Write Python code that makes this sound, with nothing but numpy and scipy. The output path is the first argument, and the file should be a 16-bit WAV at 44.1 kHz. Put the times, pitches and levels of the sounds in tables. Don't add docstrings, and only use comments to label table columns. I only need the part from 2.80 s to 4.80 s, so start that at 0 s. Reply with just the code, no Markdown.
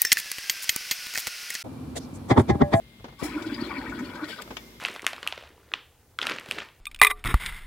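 import sys
import numpy as np
from scipy import signal
from scipy.fft import rfft, irfft
from scipy.io import wavfile
from scipy.ndimage import uniform_filter1d

SR = 44100
rng = np.random.default_rng(int(sys.argv[2]) if len(sys.argv) > 2 else 0)


def put_to_file(sound):
    columns = np.atleast_2d(sound).T
    safe = np.clip(columns, -1, 1)
    whole_steps = np.round(safe * 32767)
    wavfile.write(sys.argv[1], SR, whole_steps.astype(np.int16))


N = 88200
T = np.arange(N) / SR
HZ = np.maximum(np.arange(N // 2 + 1) * SR / N, 1)
RIGHT_LAG_S = .00004

# frequency_hz, gain_db
KNOCK_SPECTRUM = [(40, -27), (130, -6.5), (230, -0.5), (400, -3), (750, -5), (1500, -11), (2300, -16),
                  (3600, -19.5), (6000, -26), (16000, -68)]


def from_db(db):
    return 10 ** (np.asarray(db) / 20)


def rms_one(x):
    return x / np.sqrt(np.mean(x ** 2) + 1e-20)


def across_spectrum(points):
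    hz, values = np.transpose(points)
    return np.interp(np.log(HZ), np.log(hz), values)


def level(curve):
    return from_db(np.interp(T, *np.transpose(curve), left=-120, right=-120))


def pan(x, pan_db):
    return x * from_db(np.array([[.5], [-.5]]) * pan_db)


def noise(spectrum, pan_db):
    # frequency_hz, correlation
    likeness = [(50, 0.92), (300, 1), (600, 0.7), (1200, -0.13), (2400, -0.12), (5000, -0.2),
                (12000, -0.52)]
    alike = np.clip(across_spectrum(likeness), -1, 1)
    mid, side = rfft(rng.standard_normal((2, N)))
    pair = np.sqrt(1 + alike) * mid + np.sqrt(1 - alike) * side * [[1], [-1]]
    lag = np.exp(-2j * np.pi * HZ * RIGHT_LAG_S * np.array([[0], [1]]))
    coloured = irfft(pair * lag * from_db(across_spectrum(spectrum)), N)
    return pan(rms_one(coloured), pan_db)


def band(x, hz, width_hz):
    return signal.lfilter(*signal.iirpeak(hz, hz / width_hz, fs=SR), x)


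def resonate(x, peaks):
    return x + sum((from_db(db) - 1) * band(x, hz, width) for hz, width, db in peaks)


def strike(start_s, t60_s, attack_s=.002):
    age = np.maximum(T - start_s, 0)
    return np.minimum(age / attack_s, 1) * np.exp(-np.log(1000) * age / t60_s)


def struck_modes(start_s, level_db, modes):
    return sum(from_db(level_db + db) * strike(start_s, t60) * np.sin(2 * np.pi * hz * (T - start_s))
               for hz, db, t60 in modes)


def in_room(x, room_db):
    tail = rng.standard_normal((2, N)) * strike(start_s=.0015, t60_s=.18)
    tail /= np.sqrt(np.sum(tail ** 2, axis=1, keepdims=True))
    direct = np.array([x, np.interp(T - RIGHT_LAG_S, T, x)])
    return direct + from_db(room_db) * signal.fftconvolve(x[None], tail, axes=1)[:, :N]


def room_tone_and_fizz():
    # frequency_hz, gain_db
    room_spectrum = [(25, -24), (40, -15), (55, 4.5), (80, -11.5), (130, -1.5), (240, -9), (400, -12),
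                     (800, -21.5), (1650, -22.5), (2410, -21.5), (3700, -19.5), (5900, -32), (16000, -34)]
    # pitch_hz, level_db
    hum_tones = [(232, -61), (2100, -67)]
    # centre_hz, width_hz, boost_db
    whine_peaks = [(2115, 85, 8.5), (3400, 94, 6), (5100, 220, 1.5)]
    # frequency_hz, gain_db
    fizz_spectrum = [(100, 5.5), (200, 10), (380, 12), (600, -1.5), (1000, 0), (1600, -5), (3400, -8.5),
                     (5300, -4.5), (6800, -9), (9500, -16.5), (12500, -9), (16000, -15.5)]
    # time_s, level_db
    fizz_level = [(.4, -80), (.5, -60.5), (1.4, -58), (1.7, -49.5), (1.82, -48.5), (2, -54.5)]
    hum = sum(from_db(db) * np.sqrt(2) * np.sin(2 * np.pi * hz * T) for hz, db in hum_tones)
    room = noise(room_spectrum, pan_db=2.5) * from_db(-53)
    fizz = noise(fizz_spectrum, pan_db=-1) * level(fizz_level)
    return resonate(room + fizz, whine_peaks) + pan(hum, pan_db=3)


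def button(click_s=1.7675, click_pan_db=6.5):
    # start_s, level_db
    hits = [(.196, -48.5), (.242, -35), (0.282, -43), (0.324, -47.5), (1.675, -42), (1.705, -32.5)]
    # frequency_hz, gain_db
    click_spectrum = [(200, -21), (650, -2), (1500, -4), (3200, 2.5), (4800, -11), (6000, -8.5),
                      (9000, -24), (16000, -27)]
    # pitch_hz, gain_db, t60_s
    click_modes = [(702, -1, .04), (890, -4, .035), (1263, -4, 0.07), (1880, -5, 0.055), (2273, -0.5, .06),
                   (2821, -8, .08), (3270, -10, 0.04), (3530, -3, 0.048), (5210, -10, .06)]
    knocks = noise(KNOCK_SPECTRUM, pan_db=2) * sum(from_db(db) * strike(s, t60_s=.11) for s, db in hits)
    crack = noise(click_spectrum, click_pan_db) * strike(click_s, t60_s=.051) * from_db(-28.5)
    ring = struck_modes(click_s, level_db=-38.5, modes=click_modes)
    return knocks + crack + pan(in_room(ring, room_db=-4), click_pan_db)


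def microphone_puff(centre_s=.4279, width_s=.00066):
    age = (T - centre_s) / width_s
    return pan(from_db(-18.5) * age * np.exp(-age ** 2 / 2), pan_db=19.5)


def valve(spit_s=1.622, spit_width_s=.003):
    # frequency_hz, gain_db
    jet_spectrum = [(1000, -26), (2500, 1), (4000, -26), (4700, -1), (6100, -3.5), (7800, 4.5), (9800, -10),
                    (11500, -5.5), (16000, -4.5)]
    # time_s, level_db
    jet_level = [(.385, -65), (.398, -49.5), (.428, -52.5), (.437, -37), (.464, -40), (.474, -46.5),
                 (.53, -57), (.9, -61.5), (1.42, -62.5), (1.475, -57.5), (1.49, -46.5), (1.54, -54),
                 (1.6, -62), (1.65, -62)]
    # centre_hz, width_hz, relative_db
    whistle_bands = [(4060, 46, 19), (5370, 210, 16.5), (6800, 230, 7), (9340, 114, 13.5),
                     (10810, 250, 12.5)]
    whistles = sum(from_db(db) * band(rng.standard_normal((2, N)), hz, width)
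                   for hz, width, db in whistle_bands)
    jet = (noise(jet_spectrum, pan_db=2) + pan(rms_one(whistles), pan_db=2)) / np.sqrt(2)
    spit = noise(jet_spectrum, pan_db=5) * np.exp(-np.abs(T - spit_s) / spit_width_s)
    return jet * level(jet_level) + spit * from_db(-37.5)


def froth():
    # start_s, level_db
    spurts = [(0.621, -46.5), (.665, -54), (.718, -64), (.865, -51.5), (1.095, -49.5), (1.19, -46),
              (1.245, -57), (1.351, -51), (1.442, -50)]
    # frequency_hz, gain_db
    spurt_spectrum = [(2500, -20), (4500, -0.5), (5500, 0), (7500, 0.5), (9500, -15), (16000, -19)]
    return noise(spurt_spectrum, pan_db=4.5) * sum(from_db(db) * strike(s, t60_s=.082) for s, db in spurts)


def bubble(peak_s, level_db, pitch_hz, fade_s, rise_per_s, wobble):
    age = np.clip((T - peak_s) / fade_s, -5, 5)
    envelope = from_db(level_db) * np.exp(-2.6 * np.abs(age) ** 1.56)
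    flutter, waver = rms_one(uniform_filter1d(rng.standard_normal((2, N)), size=150))
    phase = 2 * np.pi * np.cumsum(pitch_hz * (1 + rise_per_s * age * fade_s)) / SR
    return envelope * (1 + wobble * flutter) * np.sin(phase + wobble * waver)


def swarm(low_hz, high_hz, per_s, ring_cycles=35, onset_cycles=4.13, pitch_rise=.086, spread_db=2.5):
    # centre_hz, width_hz, boost_db
    bottle_peaks = [(450, 15, 1.5), (582.4, 23, 6), (999, 28, 6), (1180, 19, 2), (1452, 136, 6.5),
                    (1874, 86, 3.5), (2307, 84, 6.5), (3363, 210, 6.5), (4580, 450, 3)]
    rings = np.zeros(N + SR)
    for when, smallness, strength, polarity in rng.random((int(per_s * N / SR), 4)):
        hz = low_hz * (high_hz / low_hz) ** smallness
        life = np.linspace(0, 1, int(ring_cycles / hz * SR))
        gain = from_db(spread_db * min(-np.log(1 - strength), 4)) * np.sign(polarity - .5)
        envelope = np.minimum(life * ring_cycles / onset_cycles, 1) * np.exp(-np.log(1000) * life)
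        phase = 2 * np.pi * ring_cycles * life * (1 + pitch_rise * life / 2)
        start = int(when * N)
        rings[start:start + len(life)] += gain * envelope * np.sin(phase)
    wet = in_room(resonate(rings[:N], bottle_peaks), room_db=-4)
    power = uniform_filter1d(np.mean(wet ** 2, axis=0), size=800)
    return wet / np.sqrt(power + 1e-9)


def bubbling():
    # time_s, relative_db
    large_level = [(0.38, -89), (0.426, -37), (0.512, -50.5), (0.626, -45.5), (0.744, -51), (0.936, -44),
                   (0.958, -50.5), (1.03, -45), (1.186, -50.5), (1.45, -47), (1.476, -55.5), (1.502, -41),
                   (1.542, -62), (1.606, -44), (1.654, -60), (1.68, -53)]
    medium_level = [(0.38, -85), (0.398, -46), (0.474, -40.5), (0.51, -44.5), (0.586, -39.5), (0.69, -50),
                    (0.698, -43), (0.756, -52.5), (0.788, -40.5), (0.89, -47), (0.914, -34.5),
                    (0.948, -39.5), (1.088, -41.5), (1.11, -51), (1.124, -38.5), (1.168, -47.5),
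                    (1.198, -38.5), (1.226, -48), (1.44, -39), (1.458, -53), (1.49, -43), (1.52, -54),
                    (1.53, -48), (1.578, -53), (1.592, -38.5), (1.632, -56), (1.664, -59), (1.68, -50)]
    small_level = [(0.38, -65), (0.44, -40), (0.448, -44.5), (0.528, -46), (0.546, -40.5), (0.568, -51.5),
                   (0.632, -45.5), (0.64, -51.5), (0.762, -44.5), (0.774, -58), (0.784, -45), (0.864, -50),
                   (0.918, -39.5), (0.93, -50), (0.972, -33), (0.998, -55), (1.016, -42.5), (1.038, -54),
                   (1.068, -40), (1.168, -54), (1.194, -40), (1.22, -51.5), (1.436, -50.5), (1.444, -39.5),
                   (1.462, -49.5), (1.524, -42), (1.546, -56.5), (1.622, -47), (1.642, -65), (1.68, -67)]
    tiny_level = [(0.38, -66), (0.394, -53.5), (0.436, -47), (0.614, -55), (0.628, -44), (0.646, -63),
                  (0.672, -43), (0.698, -54.5), (0.748, -43.5), (0.778, -56.5), (0.85, -45.5), (0.882, -50),
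                  (1.11, -54.5), (1.128, -66), (1.154, -49), (1.212, -59.5), (1.258, -48.5), (1.284, -61),
                  (1.298, -47.5), (1.324, -63), (1.356, -48.5), (1.408, -67.5), (1.448, -42.5),
                  (1.476, -63), (1.484, -45.5), (1.512, -39.5), (1.574, -54), (1.582, -44), (1.61, -56.5),
                  (1.622, -41), (1.636, -60), (1.68, -65)]
    # peak_s, level_db, pitch_hz, fade_s
    singles = [(.403, -40, 1130, 0.017), (.439, -37, 1980, .014), (.47, -36.5, 1388, .012),
               (.582, -31.5, 1422, .011), (.649, -37, 1464, .015), (.702, -37.5, 1582, .014),
               (.747, -39, 4780, 0.0097), (.79, -37.5, 1840, 0.015), (0.81, -45, 4370, .012),
               (0.818, -40.5, 4620, .014), (.84, -41, 1386, .012), (.85, -39.5, 4177, 0.018),
               (.913, -34.5, 1152, .012), (.916, -37.5, 2306, .012), (.975, -39, 1851, .012),
               (.989, -43, 4338, .012), (1.064, -39.5, 1539, 0.0098), (1.127, -31.5, 1464, 0.0094),
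               (1.197, -43, 1464, 0.011), (1.256, -45.5, 4440, .015), (1.361, -38.5, 1564, 0.013),
               (1.398, -40, 1248, .014), (1.437, -33.5, 1468, .016), (1.534, -36.5, 1550, .017),
               (1.594, -38.5, 1487, .013), (1.597, -38, 1200, .016)]
    # frequency_hz, left_over_right_db
    bottle_pan = [(100, -2), (300, 0), (600, 1), (1000, 2), (1450, 5.5), (2300, 12), (3400, 12), (4600, 8),
                  (8000, 24.5)]
    crowd = (swarm(415.3, 900, per_s=350) * level(large_level) * from_db(-1)
             + swarm(841, 1604, per_s=450) * level(medium_level) * from_db(-1.5)
             + swarm(2620, 5110, per_s=800) * level(tiny_level) * from_db(-2.5)
             + swarm(1676, 2565, per_s=500) * level(small_level) * from_db(-2))
    clear = sum(bubble(s, db, hz, fade, rise_per_s=1.2, wobble=.17 * hz / 1560)
                for s, db, hz, fade in singles)
    water = crowd + in_room(clear, room_db=-5.5)
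    return irfft(pan(rfft(water), across_spectrum(bottle_pan)), N)


def gulping(pan_db=1):
    # peak_s, level_db, pitch_hz, fade_s
    gulps = [(.457, -23, 304.7, .024), (.567, -22.5, 302.6, 0.03), (.595, -40, 289.4, 0.0069),
             (.62, -29.5, 313, .014), (.672, -24.5, 317, 0.02), (.729, -24, 282, .014),
             (.798, -35, 291, 0.014), (.825, -21.5, 290, .007), (.878, -37.5, 321, .013),
             (.987, -27, 265.2, 0.016), (1.033, -36, 320.2, .014), (1.1, -30.5, 263.8, .023),
             (1.157, -30, 320, 0.012), (1.212, -25.5, 246, .016), (1.23, -27, 277.3, .016),
             (1.435, -25, 307, 0.024)]
    # start_s, level_db
    jolts = [(0.204, -41.5), (.285, -42.5), (0.423, -37), (0.489, -37.5), (0.688, -45), (0.814, -48),
             (0.991, -44), (1.08, -35), (1.215, -43.5), (1.456, -59), (1.692, -45.5)]
    # pitch_hz, gain_db, t60_s
    rocking_modes = [(56.5, -1.5, 0.26), (101, -1.5, .13), (136.5, -4, 0.18), (174, -15.5, 0.092)]
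    # frequency_hz, gain_db
    churn_spectrum = [(25, -38), (42, -25), (55, -4.5), (78, -7.5), (98, -2), (140, -11), (190, -4),
                      (240, 4), (300, 3), (370, 2.5), (430, -29), (600, -43)]
    # time_s, level_db
    churn_level = [(.41, -44), (.425, -36), (.5, -41), (.7, -40), (.82, -37), (.92, -40.5), (1.09, -42),
                   (1.23, -36.5), (1.3, -39.5), (1.42, -48), (1.52, -46), (1.62, -76)]
    pockets = sum(bubble(*gulp, rise_per_s=2.2, wobble=.099) for gulp in gulps)
    slap = noise(KNOCK_SPECTRUM, pan_db) * strike(start_s=.421, t60_s=.063) * from_db(-36.5)
    rocking = sum(struck_modes(s, db, rocking_modes) for s, db in jolts)
    body = pan(in_room(pockets + rocking, room_db=-18), pan_db)
    churn = noise(churn_spectrum, pan_db=.5) * level(churn_level)
    return body + slap + churn


def scene():
    return bubbling() + gulping() + froth() + valve() + microphone_puff() + button() + room_tone_and_fizz()


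def record(dry, low_cut_hz=48, high_cut_hz=15850):
    thinned = signal.sosfilt(signal.butter(3, low_cut_hz, "high", fs=SR, output="sos"), dry)
    return signal.sosfilt(signal.ellip(12, .1, 80, high_cut_hz, fs=SR, output="sos"), thinned)


dry = scene()
out = record(dry)
put_to_file(out)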